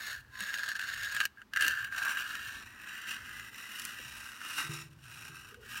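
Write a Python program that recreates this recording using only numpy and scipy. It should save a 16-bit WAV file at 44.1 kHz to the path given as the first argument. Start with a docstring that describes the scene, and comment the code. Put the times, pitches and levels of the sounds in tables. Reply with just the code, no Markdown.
"""A gritty, ringing scrape is heard first: a steel hand edger on the rim of a fresh concrete slab.
Sand grains strike the blade and excite its bending modes, which the hand and the wet paste damp.
Two strokes work the corner, with a faint squeak and the crunch of coarse grit; the tool bites in
again and glides off in one long, smoother pull, then a few short strokes. Beneath it the low rumble
of the outdoor site throbs, with dull bumps and swells near the end."""
import sys
import numpy as np
from scipy import signal
from scipy.fft import rfft, irfft, next_fast_len
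from scipy.io import wavfile
from scipy.ndimage import uniform_filter1d, map_coordinates

SR = 44100
rng = np.random.default_rng(int(sys.argv[2]) if len(sys.argv) > 2 else 0)


def bounce(signal):
    """Save signal as a 16-bit WAV file at the path given by the first command-line argument."""
    frames = np.transpose(np.atleast_2d(signal))
    limited = np.clip(frames, -1, 1)
    pcm = np.round(limited * 32767).astype(np.int16)
    wavfile.write(sys.argv[1], SR, pcm)


N = 255780

# how the blade lies: (time [s], share flat in the paste [0-1], share pressed into the corner [0-1])
BLADE_CONTACT = [(0, 0, 0.7), (0.75, 0, 0.75), (1.2, 0.19, 0.35), (1.85, 0.12, 0.17), (2.3, 0.23, 0.25),
                 (2.8, 0.4, 0.02), (3.5, 0.59, 0), (4.4, 0.82, 0), (5.8, 0.6, 0.13)]
# short strokes and faint creeping: (start [s], end [s], attack [s], release [s], rasp drive [dB],
# change over the stroke [dB], ring drive over rasp drive [dB])
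STROKES = [(-0.06, 0.26, 0.031, 0.14, -47, 3, 6.5), (0.175, 0.4, 0.066, 0.05, -77, 4, 12.5),
           (0.273, 1.155, 0.14, 0.07, -47, 2, 6), (1.075, 1.296, 0.038, 0.062, -45, 4, 6),
           (1.343, 1.445, 0.034, 0.02, -72.5, -3, 15.5), (1.506, 1.966, 0.093, 0.11, -48.5, -7, 11.5),
           (1.6, 1.82, 0.014, 0.16, -39, -4, 2), (4.891, 4.964, 0.02, 0.034, -67, 0, 0),
           (4.866, 5.329, 0.25, 0.038, -54.5, 8, -1.5), (5.256, 5.641, 0.07, 0.13, -59, -5.5, 1.5),
           (5.565, 5.896, 0.2, 0.11, -45.5, -10, 1)]
# the long pull: (time [s], rasp drive [dB], ring drive over rasp drive before pull_ring_db [dB])
LONG_PULL = [(1.93, -48.5, 12.5), (1.96, -51, 16), (1.98, -44, 12), (2.07, -45.5, 16), (2.12, -40, 9),
             (2.15, -48, 12), (2.21, -39, 6), (2.23, -46.5, 8), (2.57, -49.5, 4.5), (2.74, -60.5, 9.5),
             (2.91, -52.5, 7.5), (3.04, -51.5, 5.5), (3.11, -42, 0), (3.2, -56, 6.5), (3.38, -51, 2),
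             (3.44, -54.5, 3.5), (3.82, -48, -0.5), (3.97, -51.5, 3.5), (4.01, -49.5, -2), (4.38, -53, 3),
             (4.51, -44, 0.5), (4.56, -46, -2.5), (4.58, -38.5, -0.5), (4.69, -49.5, 2),
             (4.73, -45.5, -0.5), (4.81, -50.5, 0)]
# brief dips in the scrape as the blade judders or the hand hesitates:
# (centre time [s], duration [s], gain [dB])
SCRAPE_DIPS = [(0.74, 0.025, -10), (0.781, 0.029, -9), (2.65, 0.054, -4), (3.512, 0.054, -8.5),
               (4.4, 0.034, -2.5)]
# lowest bending mode, blade on its edge and lying flat: (frequency [Hz], relative level [dB])
BENDING_EDGE = [(100, -41), (430, -44.5), (600, -35.5), (800, -41.5), (1100, -26), (1400, -12),
                (1520, -5.5), (1600, 4), (1680, -1), (1780, -1.5), (1900, -8.5), (2100, -18.5),
                (3000, -56.5), (8000, -99.5)]
BENDING_FLAT = [(100, -28), (300, -19), (550, -34.5), (750, -26.5), (1050, -13.5), (1300, -4.5),
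                (1450, -1.5), (1590, 2.5), (1740, -19), (1930, -7.5), (2200, -15.5), (3000, -33),
                (8000, -73)]
# a second, gliding bending mode: (time [s], frequency [Hz], gain [dB])
SLIDING_MODE = [(0, 1830, -14), (2.2, 1786, -8), (2.8, 1910, -7.5), (3.1, 2056, -8), (3.65, 1980, -2),
                (4.4, 1860, -6), (5.8, 1930, -10)]
# higher modes, on edge, flat and in the corner: (frequency [Hz], width [Hz], peak height [dB])
MODES_EDGE = [(2240, 200, 4.5), (2707, 560, 9), (3050, 820, 10.5), (3300, 100, -4.5), (3860, 43, 17.5),
              (4690, 230, 6), (5840, 370, 10), (7000, 170, 7), (7350, 160, 11.5), (9070, 100, 12.5),
              (14200, 1600, 12.5)]
MODES_FLAT = [(2330, 130, -7), (2560, 410, 9.5), (2854, 260, 10), (3804, 120, 11), (4040, 180, 5.5),
              (4460, 260, 2.5), (5586, 850, 13), (7030, 130, 11.5), (8100, 220, 2.5), (9000, 940, 6),
              (11300, 570, 8.5)]
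MODES_CORNER = [(2420, 220, -13.5), (2790, 390, 0), (3160, 320, 0.5), (3830, 960, 6.5), (4410, 570, 10),
                (5300, 100, 1), (5500, 97, 11), (6670, 300, 12), (6800, 250, 6), (7640, 300, -1),
                (10300, 360, -6), (14200, 1000, -11)]
# spectra of rasping sand, fizzing fine sand and a snapping grain: (frequency [Hz], relative level [dB])
RASP_SPECTRUM = [(300, -14.5), (1500, -6.5), (2300, 4.5), (2800, 3), (4500, -5), (5500, -7), (7000, -11),
                 (15000, -34)]
FIZZ_SPECTRUM = [(500, -49.5), (3000, -40.5), (5000, -8.5), (6500, -1.5), (8500, 4.5), (10300, 2.5),
                 (12000, 3.5), (15500, 0.5)]
SNAP_SPECTRUM = [(150, -6), (700, -38), (2000, 3), (3500, -4), (6000, 3), (9000, 1), (15500, -2.5)]
# treble shelf on the fizz: (time [s], gain [dB])
FIZZ_TREBLE = [(0, 2.5), (0.7, -1), (2.4, -2), (3.1, -4.5), (3.5, -0.5), (4.6, -3), (5.8, -2)]
# spectra of the site's rumble, hollow murmur and open air: (frequency [Hz], relative level [dB])
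RUMBLE_SPECTRUM = [(15, -48), (28, -20), (40, -4.5), (70, 0.5), (100, -2), (125, 3.5), (152, -13.5),
                   (175, -26), (300, -40), (600, -43.5)]
MURMUR_SPECTRUM = [(100, -30.5), (170, -2.5), (215, 6), (330, -3), (440, -7.5), (560, -14), (900, -17.5),
                   (2000, -51)]
AIR_SPECTRUM = [(25, -45), (50, 5.5), (200, -7), (500, -10), (1200, -0.5), (2500, -9.5), (5000, -14),
                (9000, -22.5), (15500, -20)]
# slow course of the murmur: (time [s], level [dB])
MURMUR_LEVEL = [(0, -71), (1.4, -72.5), (2.3, -67.5), (3.5, -65.5), (4.3, -68.5), (5.8, -69)]
# coarse grains crushed under the blade: (time [s], strength [dB], hardness [dB])
COARSE_GRAINS = [(0.354, -38, -5.5), (0.405, -23.5, 5.5), (0.5403, -22.5, -3.5), (0.5836, -27, 1),
                 (0.6328, -27, 0), (0.6881, -22, 2), (0.716, -27.5, -3.5), (0.753, -29.5, -2),
                 (0.7936, -24.5, -2), (0.8248, -30.5, -6.5), (1.0328, -27, 6.5), (1.1471, -22, 5),
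                 (1.1644, -20, 0), (1.2031, -15, 0.5), (1.212, -20.5, -5), (1.253, -15.5, 5),
                 (1.4166, -42, -6), (1.535, -26, -1), (1.5611, -18.5, -2), (1.5707, -17, -3),
                 (1.6086, -16.5, 2.5), (1.622, -16.5, 1.5), (1.6648, -18.5, -1), (1.6805, -15.5, 7),
                 (1.9243, -31, -8), (1.9804, -24, -0.5), (2.1703, -24, -4), (2.3522, -26, 3.5),
                 (3.3975, -37.5, 4), (3.796, -30.5, 13.5), (3.851, -30.5, 18.5), (4.4152, -36, -6),
                 (4.5818, -26.5, -2), (4.6027, -26, 0), (5.5432, -39.5, 2.5)]
# muffled swells: (centre time [s], duration [s], frequency [Hz], half-width [Hz], level [dB])
SWELLS = [(0.427, 0.059, 200, 40, -55), (1.667, 0.14, 350, 330, -54.5), (4, 0.039, 483, 300, -58.5),
          (5.0, 1, 140, 30, -58.5), (5.2, 1, 92, 25, -65), (5.589, 0.29, 441, 79, -59)]
# dull bumps: (time [s], level [dB])
BUMPS = [(4.633, -49.5), (4.692, -40), (5.295, -52.5)]
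# modes of each bump: (frequency [Hz], relative level [dB], 60 dB decay time [s])
BUMP_MODES = [(127.5, 1, 0.22), (148.4, 2, 0.42), (332.6, -8.5, 0.57), (407, -12, 0.51)]


def amp(db):
    """Amplitude grows tenfold with every 20 dB."""
    return 10 ** (np.asarray(db) / 20)


def curves(rows):
    """Linear interpolation: one value per sample for each column after the time."""
    times, *columns = np.transpose(rows)
    return [np.interp(np.arange(N) / SR, times, column) for column in columns]


def wobble(knots_per_s):
    """Slow random modulation: a spline through Gaussian values."""
    knots = rng.standard_normal(int(N * knots_per_s / SR) + 4)
    return map_coordinates(knots, [np.arange(N) * knots_per_s / SR])


def ramp(elapsed, length):
    """Quadratic onset from 0 to 1 over length seconds."""
    return np.clip(elapsed / length, 0, 1) ** 2


def arch(middle, length):
    """Raised-cosine envelope: one smooth rise and fall."""
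    return np.cos(np.pi * np.clip((np.arange(N) / SR - middle) / length, -.5, .5)) ** 2


def steady(x, window=2205):
    """Division by the running RMS removes slow changes of level and keeps the fine grain."""
    return x / np.sqrt(np.abs(uniform_filter1d(x ** 2, window)) + 1e-12)


def filtered(x, gain):
    """Zero-phase filtering: each frequency is scaled by gain(hz)."""
    size = next_fast_len(N + SR // 2)
    return irfft(rfft(x, size) * gain(np.fft.rfftfreq(size, 1 / SR)), size)[..., :N]


def resonate(x, spectrum, modes=(), size=16384):
    """Convolution with a minimum-phase response of unit energy: a spectrum plus Lorentzian peaks."""
    hz = np.fft.rfftfreq(size, 1 / SR)
    knot_hz, knot_db = np.transpose(spectrum)
    db = np.interp(np.log(hz + 1), np.log(knot_hz), knot_db)
    for centre, width, height in modes:
        db += height / (1 + (2 * (hz - centre) / width) ** 2)
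    cepstrum = irfft(np.log(amp(db)))
    cepstrum[1:size // 2] *= 2  # folding the cepstrum makes the response causal
    cepstrum[size // 2 + 1:] = 0
    response = irfft(np.exp(rfft(cepstrum)))
    return signal.fftconvolve(x, response / np.linalg.norm(response))[:N]


def hand(pull_attack_s=0.036, pull_release_s=0.11, pull_ring_db=-2):
    """Incoherent addition: the strokes and the long pull sum in power to drive rasp and ring."""
    t = np.arange(N) / SR
    pull_db, ring_over_rasp_db = curves(LONG_PULL)
    bite = ramp(t - LONG_PULL[0][0] + pull_attack_s, pull_attack_s)
    ease = ramp(LONG_PULL[-1][0] + pull_release_s - t, pull_release_s)
    rasp = amp(pull_db) * bite * ease
    ring = rasp * amp(ring_over_rasp_db + pull_ring_db)  # level of the ring during the long pull
    for start, end, attack, release, db, change_db, ring_db in STROKES:
        progress = np.clip((t - start) / (end - start), 0, 1)
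        stroke = amp(db + change_db * (progress - .5)) * ramp(t - start, attack) * ramp(end - t, release)
        rasp = np.hypot(rasp, stroke)
        ring = np.hypot(ring, stroke * amp(ring_db))
    return rasp, ring


def sand(spread_db, grains_per_s=10000, clumps_per_s=260, clump_depth=0.53):
    """Stick-slip friction bunches a stream of tiny impacts, most of them small and a few large."""
    impacts = rng.random(N) < grains_per_s / SR
    size_db = spread_db * np.minimum(rng.exponential(size=N), 2 * np.pi)
    clump_db = clump_depth * spread_db * wobble(clumps_per_s)
    polarity = np.sign(rng.standard_normal(N))
    return steady(impacts * polarity * amp(size_db + clump_db))


def cracking_grains(per_s=64, spread_db=2, t60=0.029):
    """A Poisson process: sharp grains crack independently, each in a decaying burst of noise."""
    t = np.arange(SR // 50) / SR
    onsets = rng.random(N) < per_s / SR
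    strength = amp(spread_db * np.clip(rng.standard_normal(N), -2, 2))
    envelope = signal.fftconvolve(onsets * strength, amp(-60 * t / t60))[:N]
    return envelope * rng.standard_normal(N)


def bending_mode(force, flat):
    """Damping broadens a resonance: the blade's ring widens as it lies flat in the paste."""
    return resonate((1 - flat) * force, BENDING_EDGE) + resonate(flat * force, BENDING_FLAT)


def sliding_mode(force, width_hz=243):
    """Variable loading: a second resonance glides as the buried part of the blade changes."""
    hz, db = curves(SLIDING_MODE)
    carrier = np.exp(2j * np.pi * np.cumsum(hz) / SR)
    t = np.arange(SR // 20) / SR
    decay = t * np.exp(-np.pi * width_hz * t)
    ringing = signal.fftconvolve(force / carrier, decay / np.linalg.norm(decay))[:N]
    return amp(db) * np.sqrt(2) * (ringing * carrier).real


def upper_modes(force, spectrum, flat, corner):
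    """Boundary conditions: where the blade touches decides which of its high modes ring."""
    contacts = [(flat, MODES_FLAT),
                ((1 - flat) * corner, MODES_CORNER),
                ((1 - flat) * (1 - corner), MODES_EDGE)]
    return sum(resonate(share * force, spectrum, modes) for share, modes in contacts)


def scrape(flat, corner, waver_db=0.58, judder_db=1.0):
    """Forced vibration: sand drives the blade to ring and rasp, and the finest grains add a fizz."""
    rasp_drive, ring_drive = hand()
    dip_db = sum(db * arch(middle, length) for middle, length, db in SCRAPE_DIPS)
    # the hand catches and eases; the blade judders in the corner
    pressure = amp(dip_db + waver_db * wobble(18) + judder_db * corner * wobble(50))
    grains = pressure * sand(spread_db=3 + 0.3 * corner)
    cracks = pressure * (1 - 0.59 * flat) * cracking_grains()  # paste smothers them under a flat blade
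    push = amp(2) * ring_drive * grains
    ring = bending_mode(push, flat) + sliding_mode(push)
    rasp = upper_modes(rasp_drive * (grains + amp(3.5) * cracks), RASP_SPECTRUM, flat, corner)
    fine_sand = grains + amp(-14) * pressure * rng.standard_normal(N) + amp(6) * cracks
    fizz = upper_modes(amp(-7 + 3.5 * flat) * rasp_drive * fine_sand, FIZZ_SPECTRUM, flat, corner)
    treble = filtered(fizz, lambda hz: np.clip((hz - 9000) / 3000, 0, 1))
    treble_gain = amp(curves(FIZZ_TREBLE)[0])
    return ring + rasp + fizz + (treble_gain - 1) * treble


def rim_reflections(x, depth=0.11, changes_per_s=5, longest_s=0.006, paths=14):
    """Interference: waves return from the blade's rims by paths that vary as the contact wanders."""
    delays = (SR * longest_s * rng.uniform(.1, 1, paths)).astype(int)
    return x + depth * sum(wobble(changes_per_s) * np.pad(x, (delay, 0))[:N] for delay in delays)


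def site_background(throb_period_s=0.769, first_crest_s=0.26, throb_db=5.5):
    """Amplitude modulation: a low rumble throbs evenly beneath a hollow murmur and the open air."""
    throb = np.cos(2 * np.pi * (np.arange(N) / SR - first_crest_s) / throb_period_s)
    rumble_db = -66.5 + throb_db * throb + 1.2 * wobble(14)
    rumble = amp(rumble_db) * steady(resonate(rng.standard_normal(N), RUMBLE_SPECTRUM), window=6000)
    murmur_db = curves(MURMUR_LEVEL)[0] + 1.5 * wobble(12)
    murmur = amp(murmur_db) * resonate(rng.standard_normal(N), MURMUR_SPECTRUM)
    air = amp(-69) * resonate(rng.standard_normal(N), AIR_SPECTRUM)
    return rumble + murmur + air


def ground_reflections(x, t60=0.32, wet_db=-29, delay_s=0.006, cutoff_hz=7000):
    """Reverberation: the ground and the formwork answer faintly, and the treble least."""
    t = np.arange(SR // 2) / SR
    tail = rng.standard_normal(len(t)) * amp(-60 * t / t60) * (t > delay_s)
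    echo = signal.fftconvolve(x, tail / np.linalg.norm(tail))[:N]
    return amp(wet_db) * filtered(echo, lambda hz: 1 / np.sqrt(1 + (hz / cutoff_hz) ** 2))


def squeak(middle_s=0.375, length_s=0.17, hz=1034, db=-58):
    """Frictional excitation: the blade sings one thin, nearly pure note as it starts to move."""
    phase = 2 * np.pi * np.cumsum(hz + 4 * wobble(105)) / SR
    return amp(db) * np.sqrt(2) * arch(middle_s, length_s) * np.sin(phase)


def grit(flat, corner, rise_s=0.001, crush_t60=0.019, snap_t60=0.0089, crumble_db=-18):
    """Brittle fracture: grains jolt and crumble; hard ones snap, soft ones ring the blade."""
    t = np.arange(SR // 20) / SR
    rise = ramp(t, rise_s)
    crush_decay, snap_decay = amp(-60 * t / crush_t60), amp(-60 * t / snap_t60)
    push, crush, snap = np.zeros((3, N + len(t)))
    for start, db, hardness_db in COARSE_GRAINS:
        splinters = rise * rng.standard_normal(len(t))
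        jolt = (t == 0) + amp(crumble_db) * splinters * crush_decay
        span = slice(round(start * SR), round(start * SR) + len(t))
        push[span] += amp(db - hardness_db + 14.5) * jolt / np.linalg.norm(jolt)
        crush[span] += amp(db - 7) * rise * rng.standard_normal(len(t)) * crush_decay
        snap[span] += amp(db + hardness_db - 7.5) * splinters * snap_decay
    ring = bending_mode(push[:N], flat)
    crunch = upper_modes(crush[:N], RASP_SPECTRUM, flat, corner)
    return ring + crunch + resonate(snap[:N], SNAP_SPECTRUM)


def swells():
    """Band-limited noise: each swell is a low, wavering band of rumble that rises and falls."""
    out = np.zeros(N)
    for middle, length, centre_hz, half_width_hz, db in SWELLS:
        noise = rng.standard_normal(N)
        band = filtered(noise, lambda hz: np.exp(-((hz - centre_hz) / half_width_hz) ** 2))
        out += amp(db) * arch(middle, length) * steady(band, window=3000)
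    return out


def bumps(rise_s=0.0031):
    """Damped free vibration: each soft, boomy bump is a few low modes decaying exponentially."""
    t = np.arange(SR // 2) / SR
    out = np.zeros(N + len(t))
    for start, db in BUMPS:
        ring = sum(amp(mode_db - 60 * t / t60) * np.sin(2 * np.pi * (hz * t + rng.random()))
                   for hz, mode_db, t60 in BUMP_MODES)
        out[round(start * SR):][:len(t)] += amp(db) * ring * (1 - np.exp(-t / rise_s))
    return out[:N]


def scene(rocking_depth=0.12, rocks_per_s=9):
    """Superposition: the edger, rocking in the hand, adds to the low background of the site."""
    tilt = rocking_depth * np.array([wobble(rocks_per_s), wobble(rocks_per_s)])
    flat, corner = np.clip(curves(BLADE_CONTACT) + tilt, 0, 1)
    edger = rim_reflections(scrape(flat, corner) + grit(flat, corner))
    return (edger + ground_reflections(edger) + squeak() + bumps() + swells() + site_background())[None]


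def record(dry, low_hz=33, top_hz=15900):
    """Band limiting: the deepest bass rolls off and nothing passes above top_hz."""
    return filtered(dry, lambda hz: (hz < top_hz) / np.sqrt(1 + (low_hz / (hz + 1)) ** 12))


dry = scene()
out = record(dry)
bounce(out)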